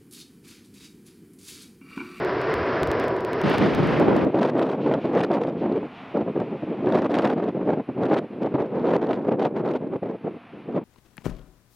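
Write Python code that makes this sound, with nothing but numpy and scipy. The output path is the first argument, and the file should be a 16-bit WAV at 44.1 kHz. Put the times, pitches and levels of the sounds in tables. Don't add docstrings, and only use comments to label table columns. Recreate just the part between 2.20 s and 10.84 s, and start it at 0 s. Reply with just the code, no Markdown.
import sys
import numpy as np
from scipy import signal
from scipy.fft import rfft, irfft, next_fast_len
from scipy.io import wavfile
from scipy.ndimage import uniform_filter1d

SR = 44100
rng = np.random.default_rng(int(sys.argv[2]) if len(sys.argv) > 2 else 0)


def waveform_to_disk(signal):
    frames = np.transpose(np.atleast_2d(signal))
    scaled = np.clip(frames, -1, 1) * 32767
    samples = np.round(scaled).astype(np.int16)
    wavfile.write(sys.argv[1], SR, samples)


N = 381024
TIME = np.arange(N) / SR

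# time in seconds, relative levels of roar and of blade scrape in dB.
PLOUGH_LEVELS = [(0.0, -26, -35), (0.02, -26, -34), (0.594, -24, -32), (0.676, -23.5, -36.5),
                 (0.834, -23.5, -31), (0.882, -23, -38), (1.032, -28.5, -40), (1.22, -25, -35)]
# time in seconds, relative level in dB.
RUSH_LEVELS = [(1.24, -39), (1.37, -37), (1.52, -40), (1.8, -37), (1.84, -41.5), (2.04, -39.5)]
FIRST_GUST_LEVELS = [(1.2, -34), (1.248, -23), (1.358, -37.5), (1.418, -21.5), (1.552, -34), (1.588, -23),
                     (1.728, -30), (1.85, -27)]
BREEZE_LEVELS = [(1.8, -24), (2.6, -26.5), (3.35, -28.5), (4.3, -31), (4.6, -28), (5.35, -29), (6.0, -29),
                 (6.12, -33), (7.1, -26), (7.6, -32), (8.15, -36), (8.3, -39), (8.64, -37)]
TRAFFIC_LEVELS = [(2.06, -46.5), (2.5, -53.5), (2.8, -47), (3.3, -54), (3.88, -44.5), (4.05, -50.5),
                  (4.5, -48), (5.0, -52.5), (6.6, -54), (7.0, -65.5), (8.33, -52), (8.64, -57.5)]
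# centre in Hz, width in Hz, relative level in dB.
PLOUGH_MODES = [(117, 34, -45), (151, 19, -45.5), (371, 22, -33), (441, 22, -35.5), (975, 37, -40.5)]
TRAFFIC_MODES = [(134, 26, 5), (246, 22, 7.5), (450, 13, 2), (683, 20, 3.5), (2460, 25, -14.5)]
# start in seconds, length in seconds, relative levels of pressure and of torn air in dB.
GUST_EVENTS = [(1.8, 0.18, -19.5, -74), (1.94, 0.12, -23, -66), (2.15, 0.07, -22.5, -51),
               (2.198, 0.096, -22.5, -42.5), (2.352, 0.082, -22, -46), (2.436, 0.11, -24.5, -47.5),
               (2.628, 0.051, -22, -67), (2.694, 0.055, -21, -54), (2.838, 0.16, -23, -59),
               (2.947, 0.098, -22, -38.5), (3.096, 0.061, -22, -43), (3.178, 0.13, -26, -55),
               (3.412, 0.17, -23, -76), (3.634, 0.033, -35.5, -60), (3.94, 0.084, -23.5, -79),
               (4.06, 0.048, -27.5, -75), (4.152, 0.064, -24, -74), (4.418, 0.019, -26.5, -80),
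               (4.625, 0.084, -22.5, -67), (4.712, 0.15, -22.5, -50), (4.892, 0.22, -22.5, -41),
               (5.156, 0.14, -24.0, -61.5), (5.47, 0.075, -21.5, -60), (5.567, 0.032, -20.5, -68),
               (5.685, 0.014, -25.5, -71), (5.802, 0.11, -22.0, -54), (5.91, 0.08, -20.5, -42.5),
               (6.198, 0.078, -25.5, -59), (6.338, 0.016, -20, -61), (6.376, 0.081, -25.0, -60),
               (6.514, 0.19, -26, -63.5), (6.635, 0.13, -21.5, -48), (6.781, 0.11, -32, -53),
               (6.881, 0.072, -25, -45.5), (6.96, 0.11, -27.5, -62), (7.076, 0.012, -18.5, -50),
               (7.18, 0.098, -22.5, -48.5), (7.34, 0.047, -25.5, -48.5), (7.435, 0.13, -24, -51),
               (7.709, 0.058, -27.0, -61), (7.821, 0.092, -29, -64), (8.039, 0.042, -25, -68),
               (8.34, 0.07, -46, -81), (8.476, 0.086, -30, -66), (8.543, 0.038, -22.5, -64)]
# start in seconds, length in seconds, dip in dB.
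BREEZE_LULLS = [(2.1, 0.033, -7), (2.792, .055, -9.5), (3.308, 0.042, -6), (3.672, .265, -19.5),
                (4.115, .03, -16), (4.372, 0.095, -12.5), (5.29, 0.042, -9), (5.609, 0.069, -32),
                (5.715, 0.043, -11), (6.055, 0.045, -9), (7.296, 0.018, -7.5), (7.781, 0.034, -18),
                (7.963, 0.058, -10), (8.181, 0.15, -22), (8.407, 0.04, -11)]
# start in seconds, length in seconds, relative level in dB.
DEEP_EDDIES = [(.33, 0.1, -37), (.5, .05, -51), (.61, 0.1, -34.5), (.76, .16, -47), (.98, .08, -66),
               (1.245, .045, -38), (1.33, .72, -42)]
# start in seconds, relative peak in dB.
HARD_EDDIES = [(1.811, -15), (1.879, -11), (1.904, -21), (2.065, -12), (2.142, -14.5), (2.351, -18),
               (2.66, -16), (2.711, -17), (2.963, -19.5), (3.628, -21), (3.945, -18), (4.431, -22.5),
               (4.668, -14), (4.752, -17), (5.488, -16), (6.339, -21), (6.734, -18.5), (6.793, -23),
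               (6.907, -18), (7.756, -22), (7.829, -21)]
AIR_SPITS = [(2.2288, -24), (2.249, -33), (2.284, -40), (2.7377, -32), (3.034, -35), (3.146, -33),
             (3.235, -34), (4.1998, -35), (4.722, -30), (4.9876, -31), (5.0515, -30), (5.853, -38),
             (5.9774, -33), (6.2302, -35.5)]
LOUD_TICKS = [(0.0489, -37), (0.3407, -31), (0.6325, -27), (0.6738, -34), (0.7157, -28.5), (0.7991, -33),
              (0.8409, -41), (0.8828, -36), (1.007, -41), (1.0493, -33.5), (1.133, -35), (1.2159, -35),
              (1.299, -31.5), (1.3409, -39), (1.3832, -29.5), (1.5494, -31.5), (1.674, -38), (1.7993, -36)]
FAR_SCRAPES = [(2.59, -50), (2.79, -52), (3.36, -53), (3.72, -54), (8.17, -72)]
# time in seconds, side-to-mid gain in dB.
WIND_WIDTH = [(1.8, -11), (2.05, -7.5), (2.23, -55.5), (2.55, -70), (2.9, -45.5), (3.9, -28.5),
              (4.8, -27.5), (7.0, -20), (8.6, -18)]
# frequency in Hz, relative spectral density in dB.
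ROAR_SPECTRUM = [(40, -41), (70, -27), (115, -8), (160, -9), (200, -10), (280, -2.5), (380, -0.5),
                 (520, -1.5), (680, -4), (850, -12.5), (1500, -17), (8000, -95)]
SCRAPE_SPECTRUM = [(150, -43), (600, -21), (1000, 5.5), (1300, 2), (1700, 2.5), (2200, -3.5), (2800, -10),
                   (3800, -18), (5200, -19), (6000, -34), (7500, -56), (15000, -75)]
RUSH_SPECTRUM = [(100, -25), (250, 4.5), (400, 13), (700, 6), (1000, 2.5), (1500, -1), (2300, -6),
                 (3100, -10.5), (4000, -18.5), (5000, -21.5), (7500, -42.5), (10500, -44.5), (15000, -65)]
WIND_SPECTRUM = [(30, -46), (55, -33.5), (85, -20.5), (130, -4.5), (200, 1.5), (300, 4), (450, 2),
                 (650, -4.5), (900, -11.5), (1400, -23.5), (2400, -34.5), (4000, -51), (14000, -110)]
TEAR_SPECTRUM = [(150, -25.5), (600, -0.5), (1300, 18), (2200, 8), (3500, 4.5), (5000, -6.5), (7500, -19),
                 (11000, -25), (13000, -42), (16000, -54.5)]
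RUMBLE_SPECTRUM = [(25, -12), (45, -8), (70, 11), (110, 9.5), (180, -6), (400, -45), (3000, -110)]
FIRST_GUST_SPECTRUM = [(60, -41), (100, -2), (150, 7), (220, 4.5), (320, 1), (600, -13.5), (6000, -87)]
TRAFFIC_SPECTRUM = [(40, -23), (70, -11), (105, 4.5), (150, 10), (240, 16.5), (400, 4.5), (700, 12),
                    (1100, 9), (1700, 2.5), (2500, 4), (3500, -7), (7500, -35.5), (15000, -59)]
FAR_SCRAPE_SPECTRUM = [(500, -20), (1400, -8.5), (2700, 5), (4000, -5.5), (6000, -22), (12000, -60)]
HISS_SPECTRUM = [(3000, -14.5), (7500, -8.5), (10000, 3.5), (12000, -4), (16000, -11)]

RUSH_START_S, RUSH_END_S = 1.236, 2.05


def from_db(db):
    return 10 ** (np.asarray(db) / 20)


def in_time(rows):
    times, *columns = np.transpose(rows)
    return [np.interp(TIME, times, column) for column in columns]


def between(start, end, fade):
    return np.clip(np.minimum(TIME - start, end - TIME) / fade + .5, 0, 1)


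def bursts(events, rise_s, decay_s):
    envelope = np.zeros(N)
    age = TIME[:SR // 4]
    shape = (1 - np.exp(-(age / rise_s) ** 2)) * np.exp(-age / decay_s)
    for start, db in events:
        at = int(start * SR)
        envelope[at:at + len(age)] += from_db(db) * shape[:N - at] / shape.max()
    return envelope


def held(events, attack_s, release_s):
    power = np.full(N, 1e-14)
    for start, length, db in events:
        span = slice(int(start * SR), int((start + length + .5) * SR))
        age = TIME[span] - start
        shape = (1 - np.exp(-(age / attack_s) ** 2)) * np.exp(-np.maximum(age - length, 0) / release_s)
        power[span] += (from_db(db) * shape) ** 2
    return np.sqrt(power)


def rms_one(x):
    return x / np.sqrt(np.mean(x ** 2) + 1e-20)


def evened(x, span_s):
    return x / np.sqrt(uniform_filter1d(np.mean(x ** 2, axis=0), int(span_s * SR)) + 1e-9)


def below(x, hz):
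    return signal.sosfiltfilt(signal.butter(2, hz, fs=SR, output="sos"), x)


def drift(hz):
    step, settle = 20, 2000
    pole = np.exp(-2 * np.pi * hz * step / SR)
    white = rng.standard_normal(N // step + settle + 2)
    slow = signal.lfilter([1], [1, -2 * pole, pole * pole], white)[settle:]
    return np.interp(np.arange(N) / step, np.arange(len(slow)), rms_one(slow))


def noise(gain_at, side_db, alike_above_hz=1700):
    size = next_fast_len(N)
    hz = np.maximum(np.arange(size // 2 + 1) * SR / size, 1)
    spectra = rfft(rng.standard_normal((2, size))) * gain_at(hz)
    spectra[1] /= np.hypot(1, hz / alike_above_hz)
    mid, side = irfft(spectra, size)[:, :N]
    return rms_one(mid + from_db(side_db) * side * [[1], [-1]])


def coloured(spectrum, side_db):
    points_hz, points_db = np.transpose(spectrum)
    return noise(lambda hz: from_db(np.interp(np.log(hz), np.log(points_hz), points_db)), side_db)


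def drones(modes):
    def gain_at(hz):
        return np.sqrt(sum(from_db(db) ** 2 / width / (1 + ((hz - centre) / width) ** 2) ** 2
                           for centre, width, db in modes))
    total_power = sum(from_db(db) ** 2 for _, _, db in modes)
    return noise(gain_at, side_db=-45.5) * np.sqrt(total_power)


def ploughs():
    roar_db, scrape_db = in_time(PLOUGH_LEVELS)
    roar = from_db(roar_db - 1.5) * evened(coloured(ROAR_SPECTRUM, side_db=-27.5), span_s=0.052)
    scrape = from_db(scrape_db + 1.0 + 0.99 * drift(25)) * coloured(SCRAPE_SPECTRUM, side_db=-23.0)
    return (roar + scrape + drones(PLOUGH_MODES)) * between(-1, RUSH_START_S, fade=0.03)


def road_rush():
    level_db = in_time(RUSH_LEVELS)[0] + 14.5 + 1.3 * drift(23)
    rush = from_db(level_db) * coloured(RUSH_SPECTRUM, side_db=-11)
    dull = below(rush, hz=2400)
    treble_db = 3.5 - 10.5 * (TIME - RUSH_START_S)
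    return (dull + from_db(treble_db) * (rush - dull)) * between(RUSH_START_S, RUSH_END_S, fade=.005)


def turbulence():
    lull_db = sum(db * between(start, start + length, fade=0.025) for start, length, db in BREEZE_LULLS)
    breeze = from_db(in_time(BREEZE_LEVELS)[0] + lull_db + 2.5 * drift(18.2))
    gusts = held([(s, length, db) for s, length, db, _ in GUST_EVENTS], attack_s=0.0029, release_s=0.013)
    torn = held([(s, length, db) for s, length, _, db in GUST_EVENTS], attack_s=.028, release_s=0.008)
    flutter = drift(34)
    eddies = bursts(HARD_EDDIES, rise_s=0.0024, decay_s=0.0048)
    pressure = np.hypot(np.maximum(breeze, gusts) * from_db(2 * flutter), eddies)
    torn_db = 20 * np.log10(torn + from_db(-47.5) * breeze) + 1.86 * flutter
    return pressure, torn_db


def buffeting(pressure, torn_db):
    flow = evened(coloured(WIND_SPECTRUM, side_db=in_time(WIND_WIDTH)[0]), span_s=0.023)
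    body, deep = below(flow, hz=580), below(flow, hz=240)
    hardness_db = np.clip(0.32 * (20 * np.log10(pressure) + 24) + 0.24 * (torn_db + 62.5), -12, 5)
    low = from_db(-.3 * hardness_db) * deep
    middle = body - deep
    high = from_db(hardness_db + 0.9 * drift(150)) * (flow - body)
    gusts = pressure * (low + middle + high) * between(1.78, 10, fade=0.064)
    microphone_bass_cut = signal.butter(3, 68, "high", fs=SR, output="sos")
    return signal.sosfilt(microphone_bass_cut, gusts)


def tearing(pressure, torn_db):
    air = coloured(TEAR_SPECTRUM, side_db=in_time(WIND_WIDTH)[0] + 13.0)
    clumps = from_db(8.5 * drift(70) + 5.1 * drift(400))
    rasp = from_db(torn_db + 3.0) * evened(clumps * air, span_s=0.043)
    torn_share = 1 / (1 + from_db(1.4 * (-54.5 - torn_db)))
    grains_per_s = 380 * np.sqrt(torn_share) * np.minimum((pressure / from_db(-22.5)) ** 2, 2)
    onsets = rng.random(N) < grains_per_s / SR
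    sizes = from_db(3.0 * np.clip(rng.standard_normal(N), -2, 2))
    grains = signal.oaconvolve(onsets * sizes, np.hanning(SR // 600), "same")
    crackle = from_db(-20.5) * pressure * torn_share ** 0.18 * grains
    spits = bursts(AIR_SPITS, rise_s=0.0012, decay_s=0.0024)
    return (rasp + (crackle + spits) * air) * between(2.08, 10, fade=0.0204)


def deep_wind():
    rumble = evened(coloured(RUMBLE_SPECTRUM, side_db=-16), span_s=0.11)
    rumble *= from_db(0.5) * held(DEEP_EDDIES, attack_s=0.0061, release_s=0.018)
    gust = evened(coloured(FIRST_GUST_SPECTRUM, side_db=-8.5), span_s=0.046)
    gust *= from_db(in_time(FIRST_GUST_LEVELS)[0] + 4.5)
    return rumble * between(-1, 2.13, fade=.04) + gust * between(RUSH_START_S, 1.82, fade=0.013)


def sharp_ticks(first_s=.0489, per_s=12, count=25, corner_hz=900):
    beats = first_s + np.arange(count) / per_s
    faint_db = -45 + 5 * np.clip(rng.standard_normal(count), -2, 2)
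    spikes = np.full(N, 1e-18)
    for start, db in [*zip(beats, faint_db), *LOUD_TICKS]:
        spikes[int(start * SR)] = -from_db(db + 9.5)
    pole = np.exp(-2 * np.pi * corner_hz / SR)
    edge = signal.lfilter([1], [1, -pole], spikes)
    snap = signal.sosfilt(signal.butter(1, [1800, 4200], "band", fs=SR, output="sos"), edge)
    return edge + 1.8 * snap


def far_traffic():
    tyres = from_db(3.5) * coloured(TRAFFIC_SPECTRUM, side_db=-37)
    engines = from_db(-11.0) * drones(TRAFFIC_MODES)
    scrapes = bursts(FAR_SCRAPES, rise_s=0.035, decay_s=.06) * coloured(FAR_SCRAPE_SPECTRUM, side_db=-33.5)
    level = from_db(in_time(TRAFFIC_LEVELS)[0] + .5 * drift(9.2))
    return level * (tyres + engines) * between(RUSH_END_S, 10, fade=.012) + scrapes


def microphone_hiss():
    level_db = -90.5 + 5.5 * between(RUSH_START_S, 10, fade=.02)
    return from_db(level_db) * coloured(HISS_SPECTRUM, side_db=-22.5)


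def scene():
    pressure, torn_db = turbulence()
    road = ploughs() + road_rush() + far_traffic()
    wind = deep_wind() + buffeting(pressure, torn_db) + tearing(pressure, torn_db)
    return road + wind + sharp_ticks() + microphone_hiss()


def record(dry):
    cutoff_hz = 15900
    return signal.sosfilt(signal.ellip(10, .1, 90, cutoff_hz, fs=SR, output="sos"), dry)


dry = scene()
out = record(dry)
waveform_to_disk(out)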